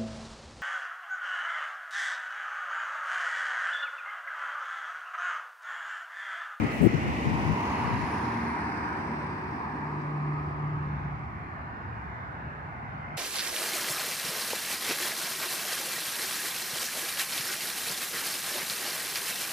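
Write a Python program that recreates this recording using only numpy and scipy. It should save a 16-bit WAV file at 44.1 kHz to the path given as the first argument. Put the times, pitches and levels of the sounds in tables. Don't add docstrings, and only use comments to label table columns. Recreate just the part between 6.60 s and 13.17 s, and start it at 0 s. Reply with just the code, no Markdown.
import sys
import numpy as np
from scipy import signal
from scipy.fft import rfft, irfft, next_fast_len
from scipy.io import wavfile
from scipy.ndimage import uniform_filter1d, map_coordinates

SR = 44100
rng = np.random.default_rng(int(sys.argv[2]) if len(sys.argv) > 2 else 0)


def wav_out(sig):
    wavfile.write(sys.argv[1], SR, np.round(np.clip(np.atleast_2d(sig).T, -1, 1) * 32767).astype(np.int16))


N = 289737
TIME = np.arange(N) / SR


def amp(db):
    return 10 ** (np.asarray(db) / 20)


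def unit(x):
    return x / np.sqrt(np.mean(x ** 2) + 1e-20)


def along(points, hz):
    f, value = np.transpose(points)
    return np.interp(np.log(hz + 1), np.log(f + 1), value)


def curves(rows):
    t_s, *columns = np.transpose(rows)
    return [np.interp(TIME, t_s, column) for column in columns]


def wobble(knots_per_s):
    knots = rng.standard_normal(int(N * knots_per_s / SR) + 4)
    return map_coordinates(knots, [TIME * knots_per_s])


def swell(t_s, length_s):
    return np.exp(-2 * (t_s / length_s) ** 2)


def filtered(x, response):
    n = x.shape[-1]
    padded = next_fast_len(n + 2 ** 13, True)
    spectrum = rfft(x, padded) * response(np.fft.rfftfreq(padded, 1 / SR))
    return irfft(spectrum, padded)[..., :n]


def noise(spectrum):
    return unit(filtered(rng.standard_normal(N), lambda hz: amp(along(spectrum, hz))))


# f/Hz, correlation
PORT_LIKENESS = [(60, 0.94), (250, 0.83), (400, 0.66), (650, 0.3), (1000, -0.27), (1400, -0.44),
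                 (2200, 0.23), (4000, -0.048)]


def scattered(spectrum):
    def response(hz):
        turn_rad = np.arccos(np.clip(along(PORT_LIKENESS, hz), -1, 1)) / 2
        return amp(along(spectrum, hz)) * [np.cos(turn_rad), np.sin(turn_rad)]
    mid, side = filtered(rng.standard_normal((2, N)), response)
    return unit(np.array([mid + side, mid - side]))


def delayed(x, delay_ms):
    return map_coordinates(x, [np.arange(N) - delay_ms * SR / 1000], mode="mirror")


def arriving(x, lag_ms):
    return np.array([delayed(x, lag_ms), x])


def rush(spectrum, lag_ms, direct):
    share = np.clip(direct, 0, 1)
    straight = np.sqrt(share) * arriving(noise(spectrum), lag_ms)
    return straight + np.sqrt(1 - share) * scattered(spectrum)


def patchy(pair, depth_db):
    bins = signal.stft(pair, nperseg=1024)[2]
    field = rng.standard_normal(bins.shape[1:])
    field = uniform_filter1d(field, size=5, axis=0)
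    field = uniform_filter1d(field, size=24, axis=1)
    shaped = bins * amp(depth_db * unit(field))
    return unit(signal.istft(shaped, nperseg=1024)[1][:, :N])


# f/Hz, level/dB per Hz (relative)
EDDY_SPECTRUM = [(15, -36), (45, -20), (90, 2), (160, 3), (250, 4.5)]


def eddies(top_hz, size):
    def response(hz):
        return amp(along(EDDY_SPECTRUM, hz)) / np.sqrt(1 + (hz / top_hz) ** 9)
    return unit(filtered(rng.standard_normal(size), response))


# t/s, level/dB, length/s, top f/Hz
WIND_THUMPS = [(0.017, -23, 0.034, 270), (0.046, -19, 0.016, 325), (0.221, -13.5, 0.018, 345),
               (0.246, -12.5, 0.024, 375), (0.269, -8.5, 0.0099, 320), (0.3, -23.5, 0.039, 228),
               (0.344, -18, 0.023, 288), (.489, -24.5, 0.021, 260), (0.672, -17.5, 0.021, 207),
               (.725, -26, 0.067, 260), (.87, -23.5, 0.031, 150), (0.913, -20.5, 0.035, 153)]
# t/s, level/dB, length/s, port (0 left, 1 right)
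WIND_GUSTS = [(0.357, -30, 0.3, 0), (0.486, -31, 0.11, 1), (0.784, -31, 0.085, 0), (1.336, -28.5, 0.16, 0)]
# t/s, level/dB, half length/s
WIND_SIZZLES = [(0.155, -57, 0.045), (0.243, -50, 0.029)]
# f/Hz, level/dB per Hz (relative)
SIZZLE_SPECTRUM = [(2000, -43), (6500, -7), (8500, 1), (12000, -8), (15500, -3)]
GUST_TOP_HZ, GUST_LUMPS_DB, GUST_LUMP_KNOTS_PER_S = 154, 1.5, 27


def wind():
    out = np.zeros((2, N + SR))
    t_s = np.arange(-SR // 8, SR // 8) / SR
    for centre_s, db, length_s, top_hz in WIND_THUMPS:
        shape = swell(t_s, length_s)
        thump = shape * eddies(top_hz, size=len(t_s))
        thump *= np.linalg.norm(shape) / np.linalg.norm(thump)
        start = round((centre_s + t_s[0]) * SR) + SR // 2
        out[0, start:][:len(t_s)] += amp(db) * thump
    out = out[:, SR // 2:][:, :N]
    for centre_s, db, length_s, port in WIND_GUSTS:
        lumps = amp(GUST_LUMPS_DB * wobble(GUST_LUMP_KNOTS_PER_S))
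        flutter = unit(lumps * eddies(GUST_TOP_HZ, size=N))
        out[int(port > 0.5)] += amp(db) * swell(TIME - centre_s, length_s) * flutter
    sizzle = sum(amp(db) / (1 + np.abs((TIME - centre_s) / half_s) ** 10)
                 for centre_s, db, half_s in WIND_SIZZLES)
    return out + sizzle * scattered(SIZZLE_SPECTRUM)


# t/s, rumble level/dB (before RUMBLE_GAIN_DB), tyre wash level/dB
ROAD_LEVELS = [(0.0, -42, -35.5), (0.22, -46, -40), (0.4, -41, -41.5), (1.08, -42, -44), (1.74, -45.5, -38),
               (2.25, -48, -37.5), (3.55, -48, -43.5), (4.48, -41, -41.5), (5.05, -45, -42),
               (5.55, -43.5, -41), (5.67, -47, -42), (6.57, -48, -41.5)]
# f/Hz, level/dB per Hz (relative)
WASH_SPECTRUM = [(40, -30), (200, 3), (320, -5), (520, -7.5), (700, -1), (950, 0), (1400, -0.5), (1800, -5),
                 (2400, -13.5), (3200, -28.5), (4600, -33), (7000, -46.5), (15000, -63)]
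RUMBLE_SPECTRUM = [(15, -53.5), (30, -17), (48, -9.5), (68, 8), (88, 6.5), (115, 6.5), (170, 0.5),
                   (260, -17), (500, -59.5), (2000, -100)]
FAR_CAR_SPECTRUM = [(500, -30), (1150, -10), (1500, 6), (1800, 2), (2300, -20), (4000, -47), (9000, -80)]
RUMBLE_GAIN_DB = 3.5
FAR_CAR_S, FAR_CAR_LENGTH_S, FAR_CAR_DB = 5.36, 0.57, -49


def traffic():
    rumble_db, wash_db = curves(ROAD_LEVELS)
    wash = patchy(rush(WASH_SPECTRUM, lag_ms=0.41, direct=0.23), depth_db=2.35)
    wash = amp(wash_db + 0.2 * wobble(5)) * wash
    rumble = amp(rumble_db + RUMBLE_GAIN_DB + 1.0 * wobble(10.0)) * scattered(RUMBLE_SPECTRUM)
    far_car = rush(FAR_CAR_SPECTRUM, lag_ms=0.46, direct=0.4)
    far_car = amp(FAR_CAR_DB) * swell(TIME - FAR_CAR_S, FAR_CAR_LENGTH_S) * far_car
    return wash + rumble + far_car


ABEAM_S, SPEED_M_PER_S, NEAREST_M = 0.46, 6.54, 5.38


def car_place():
    ahead = SPEED_M_PER_S * (TIME - ABEAM_S) / NEAREST_M
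    return np.arctan(ahead), np.hypot(1, ahead)


FACING_RAD, PORT_GAP_MS = 0.902, 0.473


def car_lag_ms():
    return PORT_GAP_MS * np.sin(FACING_RAD - car_place()[0])


SCREENED_S = 3.7


def passing(abeam_db, doubling_db, rear_db, lengthwise_db, screen_db_per_s):
    angle_rad, distance = car_place()
    beam_db = rear_db * np.sin(angle_rad) + lengthwise_db * np.sin(angle_rad) ** 2
    screen_db = screen_db_per_s * np.maximum(TIME - SCREENED_S, 0)
    return abeam_db - doubling_db * np.log2(distance) + beam_db - screen_db


def turning(abeam, behind, turn_s, span_s):
    angle_rad = np.pi / 4 * (1 + np.tanh((TIME - turn_s) / span_s))
    return np.cos(angle_rad) * abeam + np.sin(angle_rad) * behind


ECHO_MS, ECHO_GROWTH_MS_PER_S = 0.14, 0.031


def reflected(pair, strength):
    echo_ms = ECHO_MS + ECHO_GROWTH_MS_PER_S * TIME
    return unit(pair + strength * np.array([delayed(x, echo_ms) for x in pair]))


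def grit(ticks_per_s, spread_db):
    size_db = spread_db * np.minimum(rng.exponential(size=N), 3)
    sizes = amp(size_db) * rng.standard_normal(N)
    ticks = (rng.random(N) < ticks_per_s / SR) * sizes
    return unit(filtered(ticks, lambda hz: amp(along(SIZZLE_SPECTRUM, hz))))


# f/Hz, level/dB per Hz (relative)
TREAD_ABEAM_SPECTRUM = [(200, -71.5), (560, -28), (740, -5), (850, -3), (945, 3.5), (1060, -1.5),
                        (1300, -11.5), (1700, -21.5), (3000, -72), (5000, -110)]
TREAD_BEHIND_SPECTRUM = [(200, -72.5), (600, -13), (800, -2.5), (1000, 1.5), (1260, 2), (1430, -29),
                         (2000, -29.5), (5000, -110)]
SCRUB_ABEAM_SPECTRUM = [(60, -42), (450, -2.5), (750, 2), (1200, -15.5), (1550, -9.5), (1780, -3),
                        (1950, 4), (2200, -1), (2500, -2), (2950, -6.5), (3300, -16.5), (7000, -86)]
SCRUB_BEHIND_SPECTRUM = [(400, -44), (1200, -11), (1600, 5), (2050, 1.5), (2450, -2.5), (2900, -16.5),
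                         (3300, -28.5), (7000, -93.5)]
HISS_ABEAM_SPECTRUM = [(1000, -47.5), (3300, 3), (4500, 2.5), (6300, -4), (8200, -9.5), (10000, -7.5),
                       (11500, -19.5), (15500, -16.5)]
HISS_BEHIND_SPECTRUM = [(1000, -45), (3400, -1.5), (4900, 4), (5900, -0.5), (7000, -11.5), (8400, -7),
                        (9700, -12.5), (10700, -20), (15500, -20.5)]
WHISTLE_SPECTRUM = [(4000, -70), (9000, -33.5), (9620, 10), (10200, -32), (16000, -62)]
# t/s, level/dB, length/s
WHEEL_WHISTLES = [(1.53, -67.5, .12), (1.85, -69, 0.25)]
HORN_RAD, HORN_WIDTH_RAD, HORN_DB = 0.71, 0.18, 3


def tyres():
    tread_db = passing(abeam_db=-41.5, doubling_db=4.5, rear_db=19.0, lengthwise_db=-8.0, screen_db_per_s=6.0)
    scrub_db = passing(abeam_db=-38.5, doubling_db=8.9, rear_db=-0.64, lengthwise_db=9.0, screen_db_per_s=3.0)
    hiss_db = passing(abeam_db=-52.5, doubling_db=15.0, rear_db=0.9, lengthwise_db=13.0, screen_db_per_s=4.0)
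    tread_db = tread_db + HORN_DB * swell(car_place()[0] - HORN_RAD, HORN_WIDTH_RAD)
    lag_ms = car_lag_ms()

    tread = turning(rush(TREAD_ABEAM_SPECTRUM, lag_ms, direct=0.51),
                    rush(TREAD_BEHIND_SPECTRUM, lag_ms, direct=0.48), turn_s=3.42, span_s=0.92)
    tread = amp(tread_db + 0.8 * wobble(9)) * tread

    scrub = turning(rush(SCRUB_ABEAM_SPECTRUM, lag_ms, direct=0.27),
                    rush(SCRUB_BEHIND_SPECTRUM, lag_ms, direct=0.32), turn_s=1.38, span_s=0.48)
    scrub = amp(scrub_db) * patchy(reflected(scrub, strength=0.15), depth_db=0.5)

    hiss = turning(rush(HISS_ABEAM_SPECTRUM, lag_ms, direct=0.15),
                   rush(HISS_BEHIND_SPECTRUM, lag_ms, direct=0.32), turn_s=1.88, span_s=0.27)
    hiss = patchy(reflected(hiss, strength=0.25), depth_db=1.5)
    hiss = amp(hiss_db + 0.87 * wobble(120)) * hiss

    crackle = amp(hiss_db - 28.5) * arriving(grit(ticks_per_s=400, spread_db=7.0), lag_ms)
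    whistle_level = sum(amp(db) * swell(TIME - centre_s, length_s)
                        for centre_s, db, length_s in WHEEL_WHISTLES)
    whistle = whistle_level * rush(WHISTLE_SPECTRUM, lag_ms, direct=0.43)
    return tread + scrub + hiss + crackle + whistle


# f/Hz, level/dB per Hz (relative)
DRONE_SPECTRUM = [(30, -39), (140, -5.5), (230, 1.5), (370, -5.5), (480, -12), (620, -24.5), (2500, -94.5)]
GROWL_SPECTRUM = [(30, -52), (120, -25), (210, -6.5), (270, -3.5), (340, 0.5), (410, -1), (500, -18.5),
                  (900, -50.5), (3000, -100)]
LOAD_S, LOAD_LENGTH_S, LOAD_DB = 3.67, 0.94, -47.5


def car_body():
    drone_db = passing(abeam_db=-33.0, doubling_db=6.5, rear_db=-1.5, lengthwise_db=4.0, screen_db_per_s=4.0)
    drone = amp(drone_db + 0.41 * wobble(11)) * rush(DRONE_SPECTRUM, car_lag_ms(), direct=0.61)
    growl = rush(GROWL_SPECTRUM, car_lag_ms(), direct=0.44)
    return drone + amp(LOAD_DB) * swell(TIME - LOAD_S, LOAD_LENGTH_S) * growl


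# multiple of firing rate, level/dB (relative)
PIPE_HARMONICS = [(1, -1), (3, -12), (4, 2), (5, 0), (6, -10)]
# multiple of firing rate, t/s, level/dB, length/s
ENGINE_HUMS = [(1.5, 1.74, -39.5, 0.22), (3, 1.77, -36, 0.19), (3, 2.545, -41, 0.11), (2, 5.95, -45, 0.18),
               (2, 6.45, -45, 0.33)]
# t/s, level/dB
PIPE_BOOM = [(2.3, -57), (2.52, -40.5), (3.07, -49.5), (3.3, -37.5), (3.7, -30.5), (3.93, -38.5),
             (4.03, -32), (4.63, -39), (4.68, -57)]
FIRING_START_HZ, FIRING_END_HZ, EASE_S = 80.86, 73.8, 2.1
BOOM_FADE_DB_PER_S = 48


def exhaust():
    ease = np.exp(-(TIME / EASE_S) ** 2)
    firing_hz = FIRING_END_HZ + (FIRING_START_HZ - FIRING_END_HZ) * ease
    phase = 2 * np.pi * np.cumsum(firing_hz * (1 + 0.00512 * wobble(12))) / SR

    def tone(multiple):
        return np.sqrt(2) * np.sin(multiple * phase + rng.uniform(0, 2 * np.pi))

    pipe_db = passing(abeam_db=-52.0, doubling_db=4.0, rear_db=4.5, lengthwise_db=9.5, screen_db_per_s=8.5)
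    harmonics = sum(amp(db + 2.2 * wobble(7)) * tone(multiple) for multiple, db in PIPE_HARMONICS)
    hums = sum(amp(db) * swell(TIME - centre_s, length_s) * tone(multiple)
               for multiple, centre_s, db, length_s in ENGINE_HUMS)
    outside_s = np.abs(TIME - np.clip(TIME, PIPE_BOOM[0][0], PIPE_BOOM[-1][0]))
    boom = amp(curves(PIPE_BOOM)[0] - BOOM_FADE_DB_PER_S * outside_s) * tone(2)
    return arriving(amp(pipe_db) * unit(harmonics) + hums + boom, car_lag_ms())


# f/Hz, level/dB per Hz (relative)
JET_SPECTRUM = [(40, -29), (240, 8), (500, -8.5), (740, 7), (1000, 5), (1400, -12), (2080, 5), (2600, -12),
                (3200, -33), (12000, -97)]
JET_START_S, JET_RISE_S, JET_DB = 6.02, 0.54, -44.5


def jet():
    power = np.maximum(TIME - JET_START_S, 0) / JET_RISE_S
    roar = patchy(rush(JET_SPECTRUM, lag_ms=0.58, direct=0.14), depth_db=3.0)
    return np.sqrt(power) * amp(JET_DB + 0.47 * wobble(7.9)) * roar


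def scene():
    return wind() + traffic() + tyres() + car_body() + exhaust() + jet()


# f/Hz, left minus right level/dB
PORT_DIFFERENCE = [(300, -0.1), (900, -.5), (1700, -2), (2700, 2), (3500, 0.5), (4400, 8), (5300, 9.5),
                   (6800, 4.5), (9000, 2.5), (13000, 1)]
TOP_HZ = 15760


def record(dry):
    def ports(hz):
        tilt = amp(np.outer([1, -1], along(PORT_DIFFERENCE, hz)) / 2)
        return tilt / np.sqrt(np.mean(tilt ** 2, axis=0))
    heard = filtered(dry, ports) + amp(-83.0) * rng.standard_normal((2, N))
    return filtered(heard, lambda hz: hz < TOP_HZ)


dry = scene()
out = record(dry)
wav_out(out)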